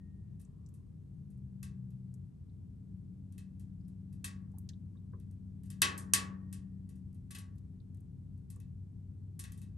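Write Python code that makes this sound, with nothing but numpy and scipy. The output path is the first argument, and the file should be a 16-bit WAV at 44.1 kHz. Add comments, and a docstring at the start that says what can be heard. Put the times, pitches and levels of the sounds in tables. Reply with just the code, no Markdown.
"""Outdoors, close to a painted steel plate on which ice is freezing.
Each crack is a short burst of slips that sets the plate ringing; loose flakes of frost tick without
ringing it. There is one faint rustle and a few soft, hollow knocks.
Far away, engines drone and a machine whines over the low rumble of traffic and a faint hiss."""
import sys
import numpy as np
from scipy import signal
from scipy.fft import rfft, irfft, next_fast_len
from scipy.io import wavfile
from scipy.ndimage import uniform_filter1d

SR = 44100
rng = np.random.default_rng(int(sys.argv[2]) if len(sys.argv) > 2 else 0)


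def log_audio(samples):
    """Write samples as a 16-bit WAV file to the path given in sys.argv[1]."""
    # one column per channel
    frames = np.atleast_2d(samples).T
    # limit to full scale, then quantise
    limited = np.clip(frames, -1, 1)
    pcm = np.round(limited * 32767).astype(np.int16)
    wavfile.write(sys.argv[1], SR, pcm)


N = 430857
TIME = np.arange(N) / SR


def from_db(db):
    """Turn decibels into a number to multiply a sound by."""
    return 10 ** (np.asarray(db) / 20)


def unit_power(x):
    """Scale a sound so that its average power is 1."""
    return x / np.sqrt(np.mean(x ** 2) + 1e-20)


def over_time(points):
    """Join (time, value) points with straight lines, giving one value per sample."""
    return np.interp(TIME, *np.transpose(points))


def at_hz(points, hz):
    """Read between (frequency, value) points, with all octaves equally wide."""
    known_hz, values = np.transpose(points)
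    return np.interp(np.log(hz), np.log(known_hz), values)


def ramp(start_s, length_s):
    """Rise evenly from 0 to 1."""
    return np.clip((TIME - start_s) / length_s, 0, 1)


def swell(start_s, rise_s, hold_s, fall_s):
    """Fade in, hold, then fade out."""
    return ramp(start_s, rise_s) * (1 - ramp(start_s + rise_s + hold_s, fall_s))


def add(out, start_s, sound):
    """Mix a sound in at the given time."""
    i = int(start_s * SR)
    out[:, i:i + sound.shape[1]] += sound[:, :N - i]


def band(x, low_hz, high_hz):
    """Keep the part of a sound between two frequencies."""
    edges = [low_hz, min(high_hz, .45 * SR)]
    return signal.sosfilt(signal.butter(2, edges, "band", fs=SR, output="sos"), x)


# how much louder the left side is than the right: f/Hz, level/dB
LEFT_LEAD = [(50, 1), (110, 2.5), (190, 5), (400, 1.5), (1200, 1.2), (2500, 2), (4500, 5), (8000, 2),
             (14000, -2)]
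def balance(hz):
    """How strongly each side hears this frequency."""
    return from_db(at_hz(LEFT_LEAD, hz) * np.array([[.5], [-.5]]))


def stereo_noise(spectrum, likeness, size):
    """Shaped noise; likeness 1 makes left and right alike, 0 unrelated, -1 opposite."""
    hz = np.maximum(np.fft.rfftfreq(size, 1 / SR), 1)
    mid, side = rfft(rng.standard_normal((2, size)))
    alike = np.clip(at_hz(likeness, hz), -1, 1)
    pair = np.sqrt((1 + alike) / 2) * mid + np.sqrt((1 - alike) / 2) * side * [[1], [-1]]
    fade_past_ends = (np.minimum(hz / spectrum[0][0], 1) * np.minimum(spectrum[-1][0] / hz, 1)) ** 2
    return irfft(pair * balance(hz) * fade_past_ends * from_db(at_hz(spectrum, hz)), size)


# the tone of each of three background noises: f/Hz, relative level/dB
RUMBLE_TONE = [(20, -28), (30, -21.5), (45, -7), (62, 0.5), (90, 2), (140, 1), (175, -0.5), (220, -10.5),
               (300, -19.5), (500, -53.5)]
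MURMUR_TONE = [(100, -21.5), (280, 0), (400, 2), (520, -12), (800, -18.5), (1300, -26.5), (2500, -43.5)]
HISS_TONE = [(500, 11.5), (1200, 5.5), (2500, 2.5), (5000, -.5), (7000, -1), (9000, 2), (11800, -2.5),
             (12800, -13.5), (14000, -39.5)]
# how alike the background is on the left and right: f/Hz, likeness
AIR_LIKENESS = [(60, 0.91), (130, 1), (250, 0.31), (500, 0.42), (1200, .45), (5000, 0.23), (8400, 0.85),
                (12000, 0.77)]
def air(rumble_db=-49.5, murmur_db=-73.0, hiss_db=-86.0):
    """Far traffic rumbles and murmurs under a faint, even hiss."""
    out = np.zeros((2, N))
    for tone, db in [(RUMBLE_TONE, rumble_db), (MURMUR_TONE, murmur_db), (HISS_TONE, hiss_db)]:
        noise = stereo_noise(tone, AIR_LIKENESS, next_fast_len(N, True))[:, :N]
        out += from_db(db) * unit_power(noise)
    return out


def hum(hz, level_db):
    """One pure note of a far engine, following a changing pitch."""
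    cycles = np.cumsum(hz) / SR + rng.random()
    return np.sqrt(2) * from_db(level_db) * np.sin(2 * np.pi * cycles) * balance(np.mean(hz))


# how fast the steady engine fires: t/s, f/Hz
FIRING_RATE = [(0, 96.7), (1.2, 93.5), (3, 94.3), (5.6, 95.3), (7.2, 94.4), (9.77, 96.7)]
# how loud its lowest note is: t/s, level/dB
LOW_NOTE_LEVEL = [(0, -74.5), (1.2, -65.5), (5, -49.5), (7.4, -52), (9.77, -50.5)]
# how loud the note an octave higher is: t/s, level/dB
OCTAVE_LEVEL = [(0, -55), (.6, -66.5), (2.3, -69), (2.9, -54.5), (4.4, -52), (5, -58.5), (6.3, -46),
                (7.4, -58.5), (9.77, -64)]
def steady_engine(third_vs_octave_db=-18.5):
    """A far engine drones at 1, 2 and 3 times its firing rate; the top two notes swell together."""
    hz = over_time(FIRING_RATE)
    low_db, octave_db = over_time(LOW_NOTE_LEVEL), over_time(OCTAVE_LEVEL)
    return hum(hz, low_db) + hum(2 * hz, octave_db) + hum(3 * hz, octave_db + third_vs_octave_db)


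# the plate's longest note; a "ring" time is how long a sound takes to fade by 60 dB
LONG_NOTE_HZ, LONG_RING_S = 1857, 1.6
def lingering_ring(start_db=-81):
    """The plate's longest note is still dying away at the start."""
    fade = from_db(start_db - 60 * TIME / LONG_RING_S)
    return fade * np.sin(2 * np.pi * LONG_NOTE_HZ * TIME) * balance(LONG_NOTE_HZ)


def rustle(hz=1076, octaves=.3, level_db=-86):
    """A faint, hollow rustle: a narrow band of noise that swells once."""
    edge_ratio = 2 ** (octaves / 2)
    noise = unit_power(band(rng.standard_normal((2, N)), hz / edge_ratio, hz * edge_ratio))
    return from_db(level_db) * noise * swell(start_s=.38, rise_s=.088, hold_s=.29, fall_s=.22)


# how hard a crack shakes the plate: f/Hz, level/dB for an average crack, share of its body added
CRACK_PUSH = [(1150, -12.5, 0.79), (1600, -13, 1), (3800, -5, .8), (9000, 0, 0.05)]
def push_db(hz, body_db):
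    """The more body (fullness) a crack has, the harder it drives the plate's lower notes."""
    known_hz, average_db, share = np.transpose(CRACK_PUSH)
    return np.interp(np.log(hz), np.log(known_hz), average_db + share * body_db)


# the plate's crowd of weak notes, which blur into noise: f/Hz, relative level/dB
CROWD_TONE = [(250, -5), (450, -6.5), (750, -11.5), (1000, -2), (1150, 5), (1400, -2), (1800, 5),
              (2250, -2), (2650, -5), (6000, -4.5), (8700, -2.5), (11500, 4.5), (13000, -23.5),
              (14500, -45.5)]
# how alike the plate sounds on the left and right: f/Hz, likeness
PLATE_LIKENESS = [(300, .3), (650, -0.096), (1300, -0.6), (2600, 0.91), (5000, 0.89), (7000, 0.84),
                  (8400, .93), (12000, 0.6)]
# how long the plate rings: f/Hz, ring time/s
RING_TIMES = [(300, 1), (1100, 0.57), (2000, 0.35), (3500, 0.25), (6000, 0.22), (9000, 0.18),
              (12000, 0.087), (15000, .07)]
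# the plate's clear notes: f/Hz, relative level/dB
CLEAR_NOTES = [(271, -16), (312, -20), (380, -21), (432, -22), (829, -21), (1108, -10), (1128, -6),
               (1581, -10), (1648, -12), (1681, -11), (1708, -11), (1857, -9), (1893, -12), (1917, -8),
               (1990, -9), (2590, -4), (2619, -6), (2650, -10), (2881, -11), (3158, -11), (3204, -12),
               (3500, -13), (3704, -12), (3802, -13), (4132, -13), (4863, -14), (5726, -15), (8660, -7),
               (8755, -6), (8876, -9)]
def plate_ring(body_db, clear_db, crowd_db=9.5, notes_db=-1.0, long_note_db=-35, rise_s=.0007):
    """After a crack the plate shakes at its own natural notes; the high ones die first."""
    size = 32768
    t = np.arange(size) / SR
    hz = np.maximum(np.fft.rfftfreq(size, 1 / SR), 1)
    crowd = rfft(stereo_noise(CROWD_TONE, PLATE_LIKENESS, size))
    crowd *= from_db(crowd_db + push_db(hz, body_db))
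    centres_hz, ring_times = np.transpose(RING_TIMES)
    out = np.zeros((2, size))
    # split the crowd into bands so that each fades at its own speed
    for one_band, ring_s in zip(np.eye(len(centres_hz)), ring_times):
        share = np.interp(np.log(hz), np.log(centres_hz), one_band)
        out += irfft(crowd * share) * from_db(-60 * t / ring_s)
    notes = [(note_hz, db, .86 * at_hz(RING_TIMES, note_hz)) for note_hz, db in CLEAR_NOTES]
    for note_hz, db, ring_s in notes + [(LONG_NOTE_HZ, long_note_db, LONG_RING_S)]:
        # each crack meets the note's pattern of movement at a different spot
        chance_db = rng.normal(0, 2.5)
        strength = from_db(notes_db + clear_db + db + push_db(note_hz, body_db) + chance_db)
        phase = rng.uniform(0, 2 * np.pi) + rng.normal(0, .71, (2, 1))
        swing = np.sin(2 * np.pi * note_hz * t + phase)
        out += strength * balance(note_hz) * swing * from_db(-60 * t / ring_s)
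    return out * (1 - np.exp(-t / rise_s))


def snap(body_db, rise_s=.00074, fade_s=.0019, size=1024):
    """The ice breaks in uneven slips for a few milliseconds: a bright sound straight from the ice."""
    t = np.arange(size) / SR
    low_db, middle_db = push_db([1600, 3800], body_db)
    tone = [(700, low_db - 9), (1500, low_db + 7.5), (3800, middle_db - 6.5),  # f/Hz, level/dB
            (8500, 6.5), (12000, 4.0), (13500, -15.5), (15500, -20.5)]
    slips_db = unit_power(uniform_filter1d(rng.standard_normal(size), size=16))
    burst = np.exp(-t / fade_s) * (1 - np.exp(-t / rise_s))
    return stereo_noise(tone, PLATE_LIKENESS, size) * from_db(slips_db) * burst


def hairline_cracks(per_s=.8, treble_db=-89, spread_db=4, snap_db=19):
    """Tiny, faint cracks at random moments, as extra rows for the table below."""
    draws = rng.random((round(per_s * N / SR), 2))
    return [(when * N / SR, treble_db + spread_db * (2 * size - 1), 0, snap_db) for when, size in draws]


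# cracks in the ice: t/s, treble level/dB, body/dB above average, snap/dB above treble before its boost
ICE_CRACKS = [(0.396, -71.5, -4.5, 1), (0.414, -73, -8.5, 13), (0.739, -71, -13, -5), (1.303, -79, -8, 6),
              (1.6289, -57, 3, 10.5), (1.905, -82, -1.5, 11), (3.323, -76.5, -1, 14), (3.3794, -64.5, 3, 6),
              (3.596, -70, -4.5, 6), (3.881, -78.5, -4, 10), (4.1258, -73.5, -3, -3),
              (4.243, -44.5, 2.5, 6.5), (5.1994, -81.5, 3, 15.5), (5.634, -74.5, 0, 9), (5.657, -73, -5, 5),
              (5.7022, -58.5, -0.5, 10), (5.8181, -32, 13, 13.5), (5.9768, -47, -9, -2),
              (6.1353, -27.5, 3, 12.5), (6.5268, -54, -2.5, 7.5), (6.89, -70, -2, 2.5),
              (6.9556, -79, -4, 9), (7.1447, -79.5, -4, 9), (7.3065, -54.5, 2, -12.5),
              (7.3478, -54.5, 7.5, -4), (7.3845, -57.5, 1, 9), (8.5012, -60.5, -8.5, 7),
              (8.6008, -74.5, 4, 15), (9.3922, -48.5, -4.5, -3.5), (9.4385, -59.5, 9.5, 10),
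              (9.52, -64, -1.5, 12.5), (9.5755, -66, -8, 6), (9.616, -66.5, 0, 7)]
def cracks(snap_boost_db=5.5, clear_db_per_db=.068):
    """Every crack snaps and rings the plate; a small one acts at one point, so single notes stand out."""
    out = np.zeros((2, N))
    loudest_db = max(row[1] for row in ICE_CRACKS)
    for start_s, db, body_db, snap_db in ICE_CRACKS + hairline_cracks():
        clear_db = clear_db_per_db * (loudest_db - db)
        add(out, start_s, from_db(db) * plate_ring(body_db, clear_db))
        add(out, start_s, from_db(db + snap_db + snap_boost_db) * snap(body_db))
    return out


def tick(hz, octaves, ring_s, stereo_width=.5, tail_db=-21.5, tail_s=.21, size=16384):
    """A quickly dying burst of noise around one pitch, with a faint tail of scattered sound."""
    t = np.arange(size) / SR
    edge_ratio = 2 ** (octaves / 2)
    low_hz, high_hz = hz / edge_ratio, hz * edge_ratio
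    mid, side = rng.standard_normal((2, size))
    noise = mid + stereo_width * side * [[1], [-1]]
    fade = from_db(-60 * t / ring_s) + from_db(tail_db - 60 * t / tail_s)
    power_kept = 2 * (high_hz - low_hz) / SR
    return band(noise * fade, low_hz, high_hz) / np.sqrt(power_kept)


# dry ticks of loose frost: t/s, level/dB, f/Hz, width/octaves
FROST_TICKS = [(0.449, -68, 7500, 0.46), (0.662, -67, 6460, 0.63), (0.688, -69.5, 8100, 1),
               (1.376, -79, 9400, 0.51), (2.14, -63, 8400, 0.75), (2.494, -84, 3820, .23),
               (3.81, -84, 4800, .25), (3.85, -82, 5000, .25), (4.517, -77.5, 8520, .6),
               (4.536, -67, 775, 0.3), (4.572, -73, 890, 0.71), (4.584, -53.5, 10900, .7),
               (4.69, -51, 4940, 1.06), (4.698, -72, 1750, 0.22), (4.734, -73, 3630, .36),
               (4.97, -79, 3730, 0.12), (7.557, -77.5, 9400, .6), (7.582, -71.5, 5970, 2),
               (7.801, -76.5, 3993, .3), (8.005, -71, 9430, 0.64), (8.56, -65, 8640, 0.64)]
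def frost(ring_at_1khz_s=.083, damping=.49):
    """Flakes break loose and leave the plate still; the higher the tick, the shorter it is."""
    out = np.zeros((2, N))
    for start_s, db, hz, octaves in FROST_TICKS:
        ring_s = ring_at_1khz_s * (1000 / hz) ** damping
        add(out, start_s, from_db(db) * tick(hz, octaves, ring_s))
    return out


def slowing_engine(start_s=1, start_hz=67.7, idle_hz=60, settle_s=1.0):
    """A second engine sinks towards idle, heard briefly at 2 and 3 times its firing rate."""
    hz = idle_hz + (start_hz - idle_hz) * np.exp(-np.maximum(TIME - start_s, 0) / settle_s)
    heard = swell(start_s, rise_s=.58, hold_s=.55, fall_s=.18)
    return heard * (hum(2 * hz, level_db=-50.0) + hum(3 * hz, level_db=-51.5))


def whine(hz=249.5, climb_hz_per_s=.74, level_db=-67.5):
    """A thin note fades in from a far machine that slowly gathers speed."""
    return ramp(start_s=1.6, length_s=2.2) * hum(hz + climb_hz_per_s * TIME, level_db)


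# soft, hollow knocks: t/s, level/dB
SOFT_KNOCKS = [(4.953, -74.5), (5.132, -59), (8.562, -69.5)]
# the notes in each knock: f/Hz, relative level/dB, width/octaves, ring time/s
KNOCK_NOTES = [(404, -2.5, 0.53, 0.19), (1086, -0.5, 0.2, 0.08), (1650, -9, 0.29, 0.04)]
def knocks():
    """Each knock sounds the same three quickly dying notes."""
    out = np.zeros((2, N))
    for start_s, db in SOFT_KNOCKS:
        for hz, note_db, octaves, ring_s in KNOCK_NOTES:
            add(out, start_s, from_db(db + note_db) * tick(hz, octaves, ring_s))
    return out


def scene():
    """Ice and plate in front, engines and air behind."""
    near = cracks() + lingering_ring() + frost() + knocks()
    far = steady_engine() + slowing_engine() + whine() + air()
    return near + far + rustle()


# where the left microphone's opening rings: f/Hz, width/Hz
MIC_RESONANCES = [(10300, 1250), (13800, 900)]
def record(dry, cutoff_hz=16000):
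    """The left microphone's opening slightly delays the pitches it rings at; both sides lose the top."""
    left, right = dry
    for hz, width_hz in MIC_RESONANCES:
        radius = np.exp(-np.pi * width_hz / SR)
        poles = [1, -2 * radius * np.cos(2 * np.pi * hz / SR), radius ** 2]
        left = signal.lfilter(poles[::-1], poles, left)  # shifts timing, keeps loudness
    low_pass = signal.ellip(10, .1, 80, cutoff_hz, fs=SR, output="sos")
    return signal.sosfilt(low_pass, [left, right])


dry = scene()
out = record(dry)
log_audio(out)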